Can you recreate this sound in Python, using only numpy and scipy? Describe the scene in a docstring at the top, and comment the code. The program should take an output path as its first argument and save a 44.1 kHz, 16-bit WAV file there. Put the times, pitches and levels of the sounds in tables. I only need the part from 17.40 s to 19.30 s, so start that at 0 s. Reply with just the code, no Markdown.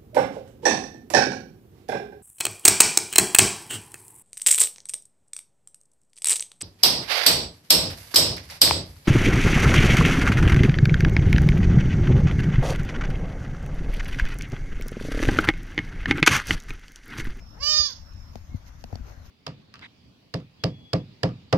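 """A fawn bleats once, walking past in a yard: an arched call opening from a closed-mouth hum, made of
sine overtones and breath noise, with an echo from sheds and a tank. Close by, handling bumps on the camera
(decaying tones, short bright noise snaps) and grass brushed by feet (grainy noise swells). Farther off,
filtered noise makes rumble, air and a thin insect that fades out; gliding sines make faint bird notes.
The left microphone is mostly fuller below 2 kHz, the right brighter."""
import sys
import numpy as np
from scipy import signal
from scipy.fft import rfft, irfft, next_fast_len
from scipy.io import wavfile
from scipy.ndimage import uniform_filter1d, map_coordinates

SR = 44100
rng = np.random.default_rng(int(sys.argv[2]) if len(sys.argv) > 2 else 0)


def to_wav(s):
    """Save 16-bit WAV."""
    ch = np.atleast_2d(s).T  # columns
    pcm = np.round(np.clip(ch, -1, 1) * 32767)  # PCM
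    wavfile.write(sys.argv[1], SR, pcm.astype(np.int16))


N = 83790
T = np.arange(N) / SR  # s

# Still air and distant rumble, before patchiness: f/Hz, left level/(dB per Hz), right level/(dB per Hz)
AIR_SPECTRUM = [(15, -65, -87.5), (40, -62, -66), (85.9, -63, -67), (121, -70, -84), (227, -84.5, -78),
                (305, -83, -87), (400, -99.5, -96), (560, -87, -97), (1450, -90.5, -100),
                (2200, -97.5, -100), (2960, -102.5, -102), (5700, -104, -100), (6760, -108, -102),
                (7870, -120, -116), (10300, -122, -118), (11330, -111, -108), (15700, -119, -116)]
# Left-right likeness of the air: f/Hz, likeness/(0 to 1)
AIR_LIKENESS = [(60, 0.92), (110, 1), (200, 0.86), (380, 0.25), (700, 0), (15000, 0)]
AIR_PATCHY_DB = 2.42
INSECT_HZ, INSECT_HALF_WIDTH_HZ, INSECT_FADES_S = 5352, 83, 0.91
INSECT_DB, INSECT_RIGHT_DB = -69.5, 12.5  # the second is the right channel's extra
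# Faint far bird notes: t/s, length/s, start f/Hz, end f/Hz, level/dB
BIRD_NOTES = [(1.094, 0.084, 2170, 2104, -64), (1.264, 0.029, 2120, 2050, -62.5)]

# Course of the bleat: t/s, pitch f/Hz, effort level/dB, mouth opening level/dB
BLEAT_COURSE = [(0.156, 385, -55, -38), (.178, 427.3, -12, -52), (0.192, 476, -22.5, -35),
                (0.207, 538, -13, -7), (0.222, 559, -7, -10), (.232, 577.3, -1.5, 0),
                (0.251, 585.6, -7, 3.5), (0.279, 603, -1.5, 4), (0.312, 614.1, -0.5, 3),
                (0.348, 605, 2, -4.5), (0.372, 612.4, -3, 3), (0.412, 600.6, 0, -3.5),
                (0.44, 601.7, -8, 0.5), (.462, 577.7, -6.5, 0.5), (0.476, 563, -14, 0.5),
                (0.494, 536, -10.5, -13), (0.519, 488, -16.5, -18), (0.535, 446, -21.5, -4),
                (.55, 423, -48, -4)]
# Overtone strength early in the call: f/Hz, left level/dB, right level/dB
EARLY_OVERTONES = [(603, -43, -52.5), (870, -42, -38.5), (1190, -35.5, -39), (1370, -44, -47.5),
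                   (1830, -50, -42), (2710, -49, -42), (2962, -35.5, -27), (3240, -47, -45.5),
                   (4120, -48.5, -34.5), (4730, -38.5, -20), (5520, -37, -29), (5473, -80.5, -25),
                   (6800, -53.5, -44.5), (7230, -53.5, -38), (7780, -57, -53.5), (8800, -70.5, -103),
                   (11550, -81, -56), (15500, -76, -100)]
# Overtone strength late in the call: f/Hz, left level/dB, right level/dB
LATE_OVERTONES = [(610, -47.5, -54), (1210, -48, -35), (1940, -49.5, -44), (2570, -52.5, -41),
                  (2970, -49.5, -38.5), (3370, -28, -24.5), (3954, -34.5, -34), (4730, -36.5, -15.5),
                  (5730, -34.5, -25.5), (6210, -43, -28.5), (6516, -57, -31), (7460, -52.5, -53),
                  (7950, -68.5, -58.5), (9600, -67, -101), (11440, -70, -56), (15500, -73, -86)]
SHIFT_S, SHIFT_TAKES_S = 0.32, 0.0358  # from the early balance to the late one
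# late in the call a hollow opens in the middle overtones on the right
HOLLOW_S, HOLLOW_HZ, HOLLOW_WIDE_HZ, HOLLOW_DB = .39, 2500, 750, -9
LEFT_LATE_S = .00009  # the call reaches the right microphone first
MOUTH_OPEN_HZ = 2910  # the mouth opening acts above this
WAVER_DB = 1.5  # overtone drift, growing with overtone number
TREMBLE, TREMBLE_END = 0.002, .009  # share of pitch: throughout, and added as the call dies
# Relative spectrum of the breath under the overtones: f/Hz, left level/dB, right level/dB
BREATH_SPECTRUM = [(589, -47, -59), (2700, -46.5, -45.5), (3600, -8, -18), (4870, -11.5, 5.5),
                   (5900, -15.5, 0), (8700, -45, -41), (11800, -14.5, -9.5), (15500, -27, -25.5)]
BREATH_DB, BREATH_END_DB, DIES_S = -56, 27, .482  # the second is added as the call dies

# Echo decay in the yard: f/Hz, t60/s
YARD_DECAY = [(1200, .12), (3000, .27), (4800, .21), (6200, .3), (12000, .15)]
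YARD_DB, YARD_DELAY_S = -13, .03
ECHO_FLUTTER_DB = 5  # fast random level flutter makes the echo hazy

# Low thumps of handling bumps on the camera: t/s, strength level/dB, pitch f/Hz, t60/s
BUMP_THUMPS = [(.205, -35, 62.5, 0.17), (.398, -28.5, 65, 0.071), (0.959, -35.5, 82, 0.045),
               (1.147, -23, 96.7, 0.059), (1.442, -36.5, 110, 0.037), (1.529, -26.5, 93, 0.086),
               (1.552, -31.5, 91.5, 0.031), (1.607, -29.5, 54.8, 0.13), (1.774, -36.5, 56, 0.069)]
THUMP_LEFT_DB, THUMP_RIGHT_DB, THUMP_RISE_S = 8.5, 0.5, 0.001
# Case knocks and bright snaps: t/s, case flex level/dB, case knock level/dB, snap level/dB, snap treble level/dB
KNOCKS_AND_SNAPS = [(0.353, -57, -45.5, -49, -6), (0.956, -35, -28, -39.5, 2), (1.143, -29, -67, -63, 0),
                    (1.44, -35, -31, -30.5, -7.5), (1.528, -29.5, -28, -48, -2.5),
                    (1.5552, -37, -32.5, -39.5, 8), (1.596, -37, -64, -70, 2)]
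# Case flex, then two knock modes: f/Hz, t60/s, left level/dB, right level/dB, right phase lead/rad
CASE_MODES = [(228.6, 0.04, 11, 4, 4.31), (505, .016, 3, 0, 2.03), (693, 0.013, 10, -10, 1.3)]
# Relative spectrum of a snap: f/Hz, left level/dB, right level/dB
SNAP_SPECTRUM = [(500, -34.5, -23), (1100, -6, -24), (1750, -1.5, -20.5), (3120, -9.5, -22.5),
                 (4400, -9, 0), (6550, -20.5, -10.5), (9200, -35.5, -40), (12000, -40.5, -31.5),
                 (15500, -31, -39)]
SNAP_T60_S, SNAP_LATE_S, CASE_RISE_CYCLES = .009, .0005, .8

# Grass brushed by feet: t/s, length/s, level/dB, dull scuff level relative to the bright part/dB
GRASS_BRUSHES = [(0.506, 0.033, -52, -9), (0.736, 0.017, -63, -12), (0.96, 0.08, -62.5, 2),
                 (1.168, 0.046, -63, -5), (1.278, 0.041, -55.5, -28), (1.408, 0.034, -61.5, -13),
                 (1.536, 0.11, -63, 8.5), (1.696, 0.096, -59, 7.5), (1.861, 0.028, -56, -4)]
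# Relative spectrum of bright grass: f/Hz, left level/dB, right level/dB
GRASS_SPECTRUM = [(200, -120, -120), (1466, 11, -44), (4107, -0.5, 6), (6460, -6.5, 10), (9250, -26, -33),
                  (11780, -6, 4), (15480, -4.5, -29)]
# Relative spectrum of the dull scuff: f/Hz, left level/dB, right level/dB
SCUFF_SPECTRUM = [(59.7, -23, -38.5), (199, 5, -3), (738.5, 2, -12), (1500, -9.5, -20),
                  (3020, -16.5, -37.5), (6030, -120, -120)]
BAND_LIMIT_HZ = 15440


def amp(db):
    """Decibels to amplitude."""
    return 10 ** (np.asarray(db) / 20)


def unit(x):
    """Scale to an RMS of one across all channels."""
    return x / np.sqrt(np.mean(x ** 2) + 1e-20)


def along(points, hz):
    """Each column after f/Hz, read on a log frequency axis."""
    f, *cols = np.transpose(points)
    return np.array([np.interp(np.log(hz + 1), np.log(f + 1), c) for c in cols])


def wobble(rate):
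    """A smooth random curve with rate knots a second."""
    return map_coordinates(rng.standard_normal(int(N * rate / SR) + 4), [T * rate])


def filtered(x, response):
    """Multiply the spectrum of x by a response of frequency."""
    m = next_fast_len(N + SR // 2)
    return irfft(rfft(x, m) * response(np.fft.rfftfreq(m, 1 / SR)), m)[..., :N]


def coloured(spectrum):
    """Unrelated noise in the two channels, shaped by a spectrum."""
    return filtered(rng.standard_normal((2, N)), lambda hz: amp(along(spectrum, hz)))


def since(s):
    """Seconds since s, zero before it."""
    return np.maximum(T - s, 0)


def sigmoid(x):
    """A smooth step from 0 to 1."""
    return 1 / (1 + np.exp(-x))


def air():
    """Patchy background noise: rumble shared by both microphones, treble unrelated."""
    z = signal.stft(rng.standard_normal((2, N)), nperseg=512)[2]
    patches = uniform_filter1d(rng.standard_normal(z.shape[1:]), size=6, axis=0)
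    patches = uniform_filter1d(patches, size=12, axis=1)
    left, other = signal.istft(z * amp(AIR_PATCHY_DB * unit(patches)), nperseg=512)[1][:, :N]

    def likeness(hz):
        return np.clip(along(AIR_LIKENESS, hz)[0], 0, 1)

    right = filtered(left, likeness) + filtered(other, lambda hz: np.sqrt(1 - likeness(hz) ** 2))
    # per-Hz levels to white noise of unit power
    return filtered(np.array([left, right]), lambda hz: amp(along(AIR_SPECTRUM, hz)) * np.sqrt(SR / 2))


def insect():
    """A thin noise band around one pitch, gently wavering until it fades out."""
    band = filtered(rng.standard_normal((2, N)),
                    lambda hz: 1 / (1 + ((hz - INSECT_HZ) / INSECT_HALF_WIDTH_HZ) ** 2))
    fade = sigmoid((INSECT_FADES_S - T) / 0.053)
    level_db = INSECT_DB + 1.4 * wobble(40.11) + [[0], [INSECT_RIGHT_DB]]
    return amp(level_db) * fade * unit(band)


def bleat():
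    """Sine overtones on an arched pitch; the mouth opens the treble and the overtone balance shifts partway."""
    s, *cols = np.transpose(BLEAT_COURSE)
    pitch, effort_db, open_db = [uniform_filter1d(np.interp(T, s, c), size=400) for c in cols]
    dying = sigmoid((T - DIES_S) / .012)
    pitch = pitch * (1 + (TREMBLE + TREMBLE_END * dying) * wobble(89.53))
    phase = 2 * np.pi * np.cumsum(pitch) / SR
    shifted = sigmoid(4 * (T - SHIFT_S) / SHIFT_TAKES_S)
    hollow_db = HOLLOW_DB * sigmoid((T - HOLLOW_S) / .008)
    voice = np.zeros((2, N))
    for k in range(1, 27):
        hz = k * pitch
        db = (1 - shifted) * along(EARLY_OVERTONES, hz) + shifted * along(LATE_OVERTONES, hz)
        db += open_db / (1 + (MOUTH_OPEN_HZ / hz) ** 6)
        db[1] += hollow_db * np.exp(-((hz - HOLLOW_HZ) / HOLLOW_WIDE_HZ) ** 2)
        drift = np.array([wobble(25 + 3 * k), wobble(25 + 3 * k)])
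        drift_db = WAVER_DB * (1 + (k / 14) ** 2) * drift
        arrival_lag = 2 * np.pi * hz * [[LEFT_LATE_S], [0]]
        overtone = np.sin(k * phase + rng.uniform(0, 2 * np.pi) - arrival_lag)
        voice += amp(db + drift_db) * np.sqrt(2) * overtone
    sounding = amp(effort_db) * (T > s[0]) * (T < s[-1])
    breath_db = BREATH_DB + open_db + BREATH_END_DB * dying
    # the breath pulses once per pitch cycle
    breath = unit(coloured(BREATH_SPECTRUM)) * amp(breath_db) * (1 + np.cos(phase))
    return sounding * (voice + breath)


def yard(x):
    """Sheds and a tank answer with a noise tail; each frequency dies at its own speed."""
    hz, t, z = signal.stft(rng.standard_normal((2, SR // 2)), SR, nperseg=256)
    tail = signal.istft(z * amp(-60 * t / along(YARD_DECAY, hz).T), SR, nperseg=256)[1]
    tail = tail / np.linalg.norm(tail[0])
    fluttering = x * amp(ECHO_FLUTTER_DB * wobble(400))
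    late = np.pad(fluttering, ((0, 0), (int(YARD_DELAY_S * SR), 0)))
    return amp(YARD_DB) * signal.fftconvolve(late, tail, axes=1)[:, :N]


def bumps():
    """Handling bumps on the camera: low decaying thumps, ringing case modes and short bright noise snaps."""
    out = np.zeros((2, N))
    for s, db, hz, t60 in BUMP_THUMPS:
        t = since(s)
        level = amp(db - 60 * t / t60 + [[THUMP_LEFT_DB], [THUMP_RIGHT_DB]])
        out += level * (1 - np.exp(-t / THUMP_RISE_S)) * np.sin(2 * np.pi * hz * t)
    # snap noise partly shared by the microphones
    shared = filtered(rng.standard_normal(N), lambda hz: amp(along(SNAP_SPECTRUM, hz)))
    grit = unit(shared + 2.0 * coloured(SNAP_SPECTRUM))
    treble = filtered(grit, lambda hz: 1 / (1 + (3500 / (hz + 1)) ** 6))
    for s, flex_db, knock_db, snap_db, bright_db in KNOCKS_AND_SNAPS:
        t = since(s)
        for db, (hz, t60, left_db, right_db, lead) in zip((flex_db, knock_db, knock_db), CASE_MODES):
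            ring = np.sin(2 * np.pi * hz * t + np.array([[0], [lead]]))
            rise = 1 - np.exp(-t * hz / CASE_RISE_CYCLES)
            out += amp(db - 60 * t / t60 + [[left_db], [right_db]]) * ring * rise
        snap_level = amp(snap_db - 60 * since(s + SNAP_LATE_S) / SNAP_T60_S) * (t > SNAP_LATE_S)
        out += snap_level * (grit + (amp(bright_db) - 1) * treble)
    return filtered(out, lambda hz: (1j * hz / (18 + 1j * hz)) ** 2)  # low cut at 18 Hz


def swishes():
    """Grainy noise swells of brushed grass, each mixed with some dull scuff."""
    bright, dull = unit(coloured(GRASS_SPECTRUM)), unit(coloured(SCUFF_SPECTRUM))
    grain = amp(2 * np.array([wobble(300), wobble(300)]))
    out = np.zeros((2, N))
    for s, length, db, dull_db in GRASS_BRUSHES:
        swell = np.exp(-((T - s) / (0.49 * length)) ** 2)  # centred on s
        out += amp(db) * swell * (bright + amp(dull_db) * dull)
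    return grain * out


def birds():
    """Faint far notes: sines on a wavering glide, stronger on the right."""
    out = np.zeros((2, N))
    for s, length, start_hz, end_hz, db in BIRD_NOTES:
        u = np.clip((T - s) / length, 0, 1)
        hz = start_hz + (end_hz - start_hz) * u + 60 * wobble(120)
        swell = np.sqrt(np.sin(np.pi * u).clip(0))
        out += amp(db + np.array([[-8], [6]])) * swell * np.sin(2 * np.pi * np.cumsum(hz) / SR)
    return out


def scene():
    """The call and its echo over the background, with the bumps, grass and birds."""
    background = air() + insect()
    call = bleat()
    return background + call + yard(call) + bumps() + swishes() + birds()


def record(dry):
    """The camera keeps almost nothing above its steep band limit."""
    return filtered(dry, lambda hz: 1 / (1 + (hz / BAND_LIMIT_HZ) ** 200))


dry = scene()
out = record(dry)
to_wav(out)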